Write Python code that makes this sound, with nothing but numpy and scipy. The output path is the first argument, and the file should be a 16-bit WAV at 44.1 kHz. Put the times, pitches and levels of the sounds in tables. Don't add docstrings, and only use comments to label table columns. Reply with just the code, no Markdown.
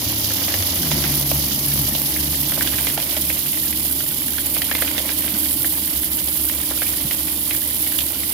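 import sys
import numpy as np
from scipy import signal
from scipy.fft import rfft, irfft, next_fast_len
from scipy.io import wavfile
from scipy.ndimage import uniform_filter1d

SR = 44100
rng = np.random.default_rng(int(sys.argv[2]) if len(sys.argv) > 2 else 0)


def wrap_up_sound(samples):
    columns = np.atleast_2d(samples).T
    tamed = np.clip(columns, -1, 1)
    steps = np.round(tamed * 32767).astype(np.int16)
    wavfile.write(sys.argv[1], SR, steps)


N = 367353
TIME = np.arange(N) / SR
PADDED = next_fast_len(N + 8192)
BIN_HZ = np.maximum(np.arange(PADDED // 2 + 1) * SR / PADDED, 1)

# multiple of the firing rate, level in dB.
TRUCK_ORDERS = [(0.66, -72), (1, -40.5), (4 / 3, -55), (1.8, -67)]
# pitch in Hz, fade in dB per second, starting levels of harmonics 1 to 4 in dB.
PUMPS = [(277.9, 0.63, -41, -63.5, -54, -61.5), (309, 0.05, -40, -55, -61, -64)]
# time in seconds, lift in dB.
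PUMP_LOAD = [(0, 0), (1, 0), (2.3, 2), (3.3, -2.5), (4.3, -0.5), (5.1, 2.5), (6.2, -2), (7.4, 0),
             (8.33, -2)]
# time in seconds, firing rate in Hz.
DIESEL_SPEED = [(0, 111.7), (0.75, 87.6), (1.0, 70.5), (4.3, 71.42), (5.8, 66.45), (8.33, 66.8)]
# peak time in seconds, level in dB, rise in dB per second, hold in seconds,
# lift of the second harmonic at resonance in dB.
DIESEL_PULLS = [(1.0, -35, 2, 0.77, 8), (6.0, -41, 38, 0.2, -7)]
# middle in seconds, length in seconds, pitch in Hz, left level in dB.
SQUEALS = [(0.62, 0.3, 12920, -39), (1.08, 0.17, 12750, -40)]
# start in seconds, peak level in dB, pitch in Hz.
BUMPS = [(0.064, -20, 99), (1.836, -17, 122.2), (2.746, -27, 125.6), (5.336, -23, 201), (5.601, -31, 130),
         (5.919, -28, 268), (7.046, -21.5, 150), (7.053, -26.5, 220)]
# start in seconds, thud, knock and click levels in dB, knock pitch in Hz.
BIG_STONES = [(0.481, -29, -26.5, -34, 1880), (0.54, -30, -28, -23.5, 1880), (0.624, -40, -32, -25, 2100),
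              (0.915, -26.5, -25, -23, 2000), (1.039, -42, -25.5, -25, 1996), (1.314, -24, -32, -27, 2450),
              (1.95, -31.5, -45, -23, 2430), (2.164, -46, -29, -39, 2170), (2.521, -37, -30, -31, 1537),
              (2.576, -26, -44, -41, 1474), (2.609, -40, -22.5, -44, 1580), (2.674, -36, -31, -21.5, 1630),
              (2.736, -36, -30, -34, 1746), (2.784, -47, -29, -29, 1857), (2.869, -29.5, -22, -25, 2170),
              (2.976, -23.5, -28, -26, 1900), (3.0, -45, -35, -28, 2330), (3.166, -28.5, -31, -26.5, 1944),
              (3.301, -32, -23, -34, 2154), (3.727, -48, -30.5, -30, 2170), (4.382, -50, -27.5, -27, 1690),
              (4.566, -29, -27, -33, 2280), (4.619, -41, -26, -24, 2000), (4.713, -29.5, -19.5, -25, 1890),
              (4.751, -30.5, -24, -25, 2040), (4.822, -25, -22, -29, 1840), (4.876, -40, -26, -25, 2040),
              (4.98, -30, -27, -22, 1790), (5.091, -34, -28, -29, 2180), (5.279, -37, -32, -28, 2260),
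              (5.645, -35, -27.5, -41, 1813), (6.497, -48, -31, -33, 2100), (6.71, -28.5, -34, -48, 1600),
              (6.819, -30, -24.5, -37, 1840), (7.11, -35, -26, -27.5, 1900), (7.282, -42, -32.5, -34, 2160),
              (7.508, -35, -23.5, -26, 2190), (7.988, -43, -28, -21, 2920), (8.006, -53, -41, -24, 2350)]
# width in Hz, decay of the crack in seconds.
STONE_MODES = [(210, 0.0024), (480, 0.0013), (1000, 0.0014)]
# middle in seconds, half length in seconds, lift of the patter in dB.
SURGES = [(0.498, 0.1, 2), (1.01, 0.18, 3.5), (2.833, 0.33, 3.0), (4.954, 0.34, 4), (6.893, 0.25, 2.5)]
# middle in seconds, gain in dB.
DIPS = [(1.242, -5), (2.574, -3), (2.976, -4), (3.734, -2.5), (4.737, -3.4), (6.087, -3), (6.73, -3)]
# frequency in Hz, relative level in dB.
RUMBLE_COLOUR = [(20, -24), (35, -13), (55, -5), (100, -2), (150, 0.5), (220, 2.5), (320, 2.5), (380, -4.5),
                 (450, -13), (800, -35), (2000, -58)]
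PATTER_COLOUR = [(250, -20), (440, -8), (530, 1), (650, -1), (790, -3.5), (950, -2), (1150, -5.5),
                 (1600, -6.5), (2020, -1), (2450, -1), (3200, -20), (6000, -60)]
CRUNCH_COLOUR = [(1500, -40), (2400, -19), (2750, -2), (3050, 2), (4100, -1), (4900, 0), (6100, -5),
                 (7700, -5.5), (10000, -84), (16000, -45)]
HISS_COLOUR = [(4000, -50), (7000, -16), (8300, -11.5), (9200, -7), (9900, -2.5), (10600, -1.5),
               (11600, -0.5), (12200, 1), (12600, -3.5), (13200, -1.5), (14000, -1.5), (15000, -1.5),
               (16000, -19), (18000, -36)]
# frequency in Hz, left-right correlation.
STEREO_LIKENESS = [(60, 0.92), (300, .95), (640, 0.78), (1400, 0.13), (3000, 0), (8000, 0)]
# frequency in Hz, left minus right in dB aimed level, then tipped.
PORT_BALANCE = [(330, 0.6, 0.25), (520, -1.5, -1.5), (1100, -1.7, -2.5), (1600, 1, 1), (2280, 0, 2.5),
                (3120, -13.5, -14), (4200, -13, -14.1), (5300, -21, -17), (6800, -10.5, -8.5),
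                (8300, -0.5, -3), (11300, 8.5, -3), (11600, -1.5, -3.5), (12600, -12, -17), (15000, 1, -4)]
# frequency in Hz, gain in dB.
LEVEL_AIM_COLOUR = [(70, 0.5), (300, -1.5), (600, 1.5), (2500, -1), (3200, -1.5), (4800, 1.5), (6300, 3.5),
                    (8200, -5), (10500, 0.5), (13000, 0.3), (15000, 0)]
# time in seconds, share of the tilt from 0 to 1.
MIC_TILT = [(0, 0), (1.9, 0), (2.6, 0.75), (3.3, 0.76), (5, 0.94), (8.33, 1)]


def from_db(db):
    return 10 ** (np.asarray(db) / 20)


def unit_rms(x):
    return x / np.sqrt(np.mean(x ** 2) + 1e-20)


def over_time(rows):
    s, *columns = np.transpose(rows)
    return [np.interp(TIME, s, c) for c in columns]


def over_hz(rows):
    hz, *columns = np.transpose(rows)
    return [np.interp(np.log(BIN_HZ), np.log(hz), c) for c in columns]


def filtered(x, gain):
    return irfft(rfft(x, PADDED) * gain, PADDED)[..., :N]


def drift(per_s, step=40):
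    r = np.exp(-2 * np.pi * step * per_s / SR)
    slow = signal.lfilter([1], [1, -2 * r, r * r], rng.standard_normal(N // step + 2002))[2000:]
    return np.interp(np.arange(N) / step, np.arange(len(slow)), unit_rms(slow))


def resonance(x, hz, width_hz):
    r = np.exp(-np.pi * width_hz / SR)
    feedback = [1, -2 * r * np.cos(2 * np.pi * hz / SR), r * r]
    return signal.lfilter(np.array([1, 0, -1]) * (1 - r * r) / 2, feedback, x)


def noise_bed(colour, envelope):
    (level_db,), (alike,) = over_hz(colour), over_hz(STEREO_LIKENESS)
    noise = rng.standard_normal((2, N)) * envelope
    mid, side = filtered(noise, from_db(level_db) * np.sqrt([1 + alike, 1 - alike]))
    return unit_rms(np.array([mid + side, mid - side]))


def shaft_phase(hz, wobble):
    return 2 * np.pi * (np.cumsum(hz * (1 + wobble * drift(2.38))) / SR + rng.random())


def tone(phase, db, flutter_db):
    return np.sqrt(2) * from_db(db + flutter_db * drift(7.8)) * np.sin(phase)


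def truck(firing_hz=72.96, strain_s=0.97, attack_s=0.12, release_s=0.27):
    load_db, = over_time(PUMP_LOAD)
    crank = shaft_phase(firing_hz, wobble=0.0011)
    out = sum(tone(k * crank, db, flutter_db=1.3) for k, db in TRUCK_ORDERS)
    for hz, fade_db_per_s, *levels in PUMPS:
        shaft = shaft_phase(hz, wobble=0.000927)
        for k, db in enumerate(levels, 1):
            out += tone(k * shaft, db + load_db - fade_db_per_s * TIME, flutter_db=2.0)
    strain = np.exp(np.minimum((TIME - strain_s) / attack_s, (strain_s - TIME) / release_s))
    rumble_db = -34 + 7 * strain - 0.48 * TIME + 0.3 * load_db
    puffs = 1 + 0.2 * np.cos(crank)
    return out + from_db(rumble_db) * noise_bed(RUMBLE_COLOUR, puffs)


def second_diesel(boom_hz=150, boom_width_hz=20.2, fade_db_per_s=7.5):
    hz, = over_time(DIESEL_SPEED)
    off_tune_db = -20 * np.log10(1 + ((2 * hz - boom_hz) / (boom_width_hz / 2)) ** 2)
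    crank = shaft_phase(hz, wobble=0.00074)
    out = 0
    for s, peak_db, rise_db_per_s, hold_s, lift_db in DIESEL_PULLS:
        age = TIME - s
        db = peak_db + rise_db_per_s * np.minimum(age, 0) - fade_db_per_s * np.maximum(age - hold_s, 0)
        boom_db = lift_db + off_tune_db
        orders = [(0.5, db - 20), (1, db), (2, db + boom_db), (3, db + 1.03 * boom_db - 8)]
        out += sum(tone(k * crank, level, flutter_db=3.0) for k, level in orders)
    return out


def squeals(waver_hz=130.0, right_db=-8.0):
    out = 0
    for s, length_s, hz, db in SQUEALS:
        phase = 2 * np.pi * np.cumsum(hz + waver_hz * drift(120)) / SR
        swell = 1 / (1 + (2 * (TIME - s) / length_s) ** 8)
        out += swell * tone(phase, db, flutter_db=2.5)
    return out * from_db([[0], [right_db]])


def bumps(rise_s=0.0058):
    out = np.zeros(N)
    for s, db, hz in BUMPS:
        age = np.maximum(TIME - s, 0)
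        envelope = age / rise_s * np.exp(1 - np.minimum(age / rise_s, 50))
        out += from_db(db) * envelope * np.sin(2 * np.pi * hz * age)
    return out


def surges():
    return sum(db * np.exp(-((TIME - s) / half_s) ** 2) for s, half_s, db in SURGES)


def small_stones(per_s=4.0, spread_db=1.1, knock_hz=2050, pitch_spread=0.17):
    times = TIME[rng.random(N) < per_s * from_db(surges()) ** 2 / SR]
    draws = np.clip(rng.standard_normal((len(times), 4)), -2, 2)
    levels_db = np.array([-45.5, -35.5, -34.5]) + spread_db * draws[:, 1:]
    pitches_hz = knock_hz * np.exp(pitch_spread * draws[:, 0])
    return list(np.column_stack([times, levels_db, pitches_hz]))


def stone_hits(thud_hz=594, click_hz=3130, scatter_db=-10.5, rise_s=0.00047, blow_s=0.0091):
    t = np.arange(SR // 10) / SR
    out = np.zeros((2, N + len(t)))

    def burst(decay_s, channels):
        return rng.standard_normal((channels, len(t))) * np.exp(-t / decay_s)

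    for s, thud_db, knock_db, click_db, knock_hz in list(BIG_STONES) + small_stones():
        snap = unit_rms(resonance(burst(decay_s=0.0022, channels=2), hz=5000, width_hz=3500))
        smack = unit_rms(resonance(burst(decay_s=0.0004, channels=1), hz=1650, width_hz=540))
        blow = from_db(click_db - 8.5) * snap + from_db(knock_db - 9) * smack
        voices = (thud_hz, thud_db), (knock_hz, knock_db), (click_hz, click_db)
        for (hz, db), (width_hz, decay_s) in zip(voices, STONE_MODES):
            crack = burst(decay_s, channels=1)
            scatter = from_db(scatter_db) * burst(decay_s=0.012, channels=2)
            force = (crack + scatter) * (1 - np.exp(-t / rise_s))
            ring = resonance(resonance(force, hz, width_hz), hz, 5 * width_hz)
            blow += from_db(db) * unit_rms(ring)
        start = int(s * SR)
        out[:, start:start + len(t)] += np.sqrt(blow_s / t[-1]) * blow
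    return out[:, :N]


def pebble_ticks(per_s=60, spread_db=1.0, q=23.0, pitches=24):
    starts = np.flatnonzero(rng.random(N) < per_s / SR)
    draws = rng.standard_normal((len(starts), 3))
    force, sides = np.minimum(draws[:, 0], 1.6), draws[:, 1:].T
    gains = from_db(spread_db * force + 0.92 * sides) * np.sign(sides)
    out = 0
    for k, hz in enumerate(np.geomspace(1400, 6500, pitches)):
        clicks = np.zeros((2, N))
        this_size = starts % pitches == k
        clicks[:, starts[this_size]] = gains[:, this_size]
        out += resonance(clicks + 1e-18, hz, hz / q) / np.sqrt(hz)
    return unit_rms(out)


def grains(per_s, spread_db, decay_s, wash):
    hits = rng.random(N) < per_s / SR
    energy = hits * from_db(2 * spread_db * np.minimum(rng.standard_normal(N), 2.5))
    energy = signal.lfilter([1], [1, -np.exp(-2 / (decay_s * SR))], energy + 1e-18)
    return np.sqrt(energy / energy.mean() + wash)


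def wall_reflection(x, reflection_db=-10.0, delay_s=0.00051, sway=0.113):
    late = [np.interp(TIME - delay_s * (1 + sway * drift(0.22)), TIME, side) for side in x]
    return unit_rms(x + from_db(reflection_db) * np.array(late))


def gravel_stream(feed_period_s=2.21, feed_peak_s=0.97, settle_s=4.3, dip_width_s=0.022):
    feed_db = 0.5 * np.cos(2 * np.pi * (TIME - feed_peak_s) / feed_period_s) + 0.88 * drift(2.2)
    dip_db = sum(db / (1 + ((TIME - s) / dip_width_s) ** 2) ** 2 for s, db in DIPS)
    settled = np.minimum(TIME / settle_s, 1)
    heap_db = 0.54 * surges() + 0.22 * feed_db - 5.5 * settled
    trench_db = surges() - 4 * settled
    clumps = drift(41)
    clumps = unit_rms(clumps - uniform_filter1d(clumps, size=SR // 14))
    grit = grains(per_s=1600, spread_db=6.5, decay_s=0.0023, wash=1.23)
    pebbles = grains(per_s=380, spread_db=4.0, decay_s=0.0092, wash=0.88)
    drops = grains(per_s=110, spread_db=2.5, decay_s=0.0073, wash=1.1)
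    spray = wall_reflection(noise_bed(HISS_COLOUR, grit))
    hiss = from_db(-21.5 + feed_db + dip_db + 1.06 * clumps) * spray
    crunch = from_db(-27 + heap_db + dip_db + 0.93 * clumps) * noise_bed(CRUNCH_COLOUR, pebbles)
    patter = from_db(-36 + trench_db + 0.39 * clumps) * noise_bed(PATTER_COLOUR, drops)
    ticks = from_db(-41.5 + trench_db) * pebble_ticks()
    return hiss + crunch + patter + ticks


def scene():
    return gravel_stream() + stone_hits() + bumps() + truck() + second_diesel() + squeals()


def record(dry):
    tilt, = over_time(MIC_TILT)
    level_aim_db, = over_hz(LEVEL_AIM_COLOUR)
    cutoff_hz = 15850
    high_cut = 1 / np.sqrt(1 + (BIN_HZ / cutoff_hz) ** 400)
    out = 0
    for balance_db, colour_db, share in zip(over_hz(PORT_BALANCE), (level_aim_db, 0), (1 - tilt, tilt)):
        pan = from_db(np.array([balance_db, -balance_db]) / 2)
        pan /= np.sqrt(np.mean(pan ** 2, axis=0))
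        out += share * filtered(dry, high_cut * from_db(colour_db) * pan)
    return out


dry = scene()
out = record(dry)
wrap_up_sound(out)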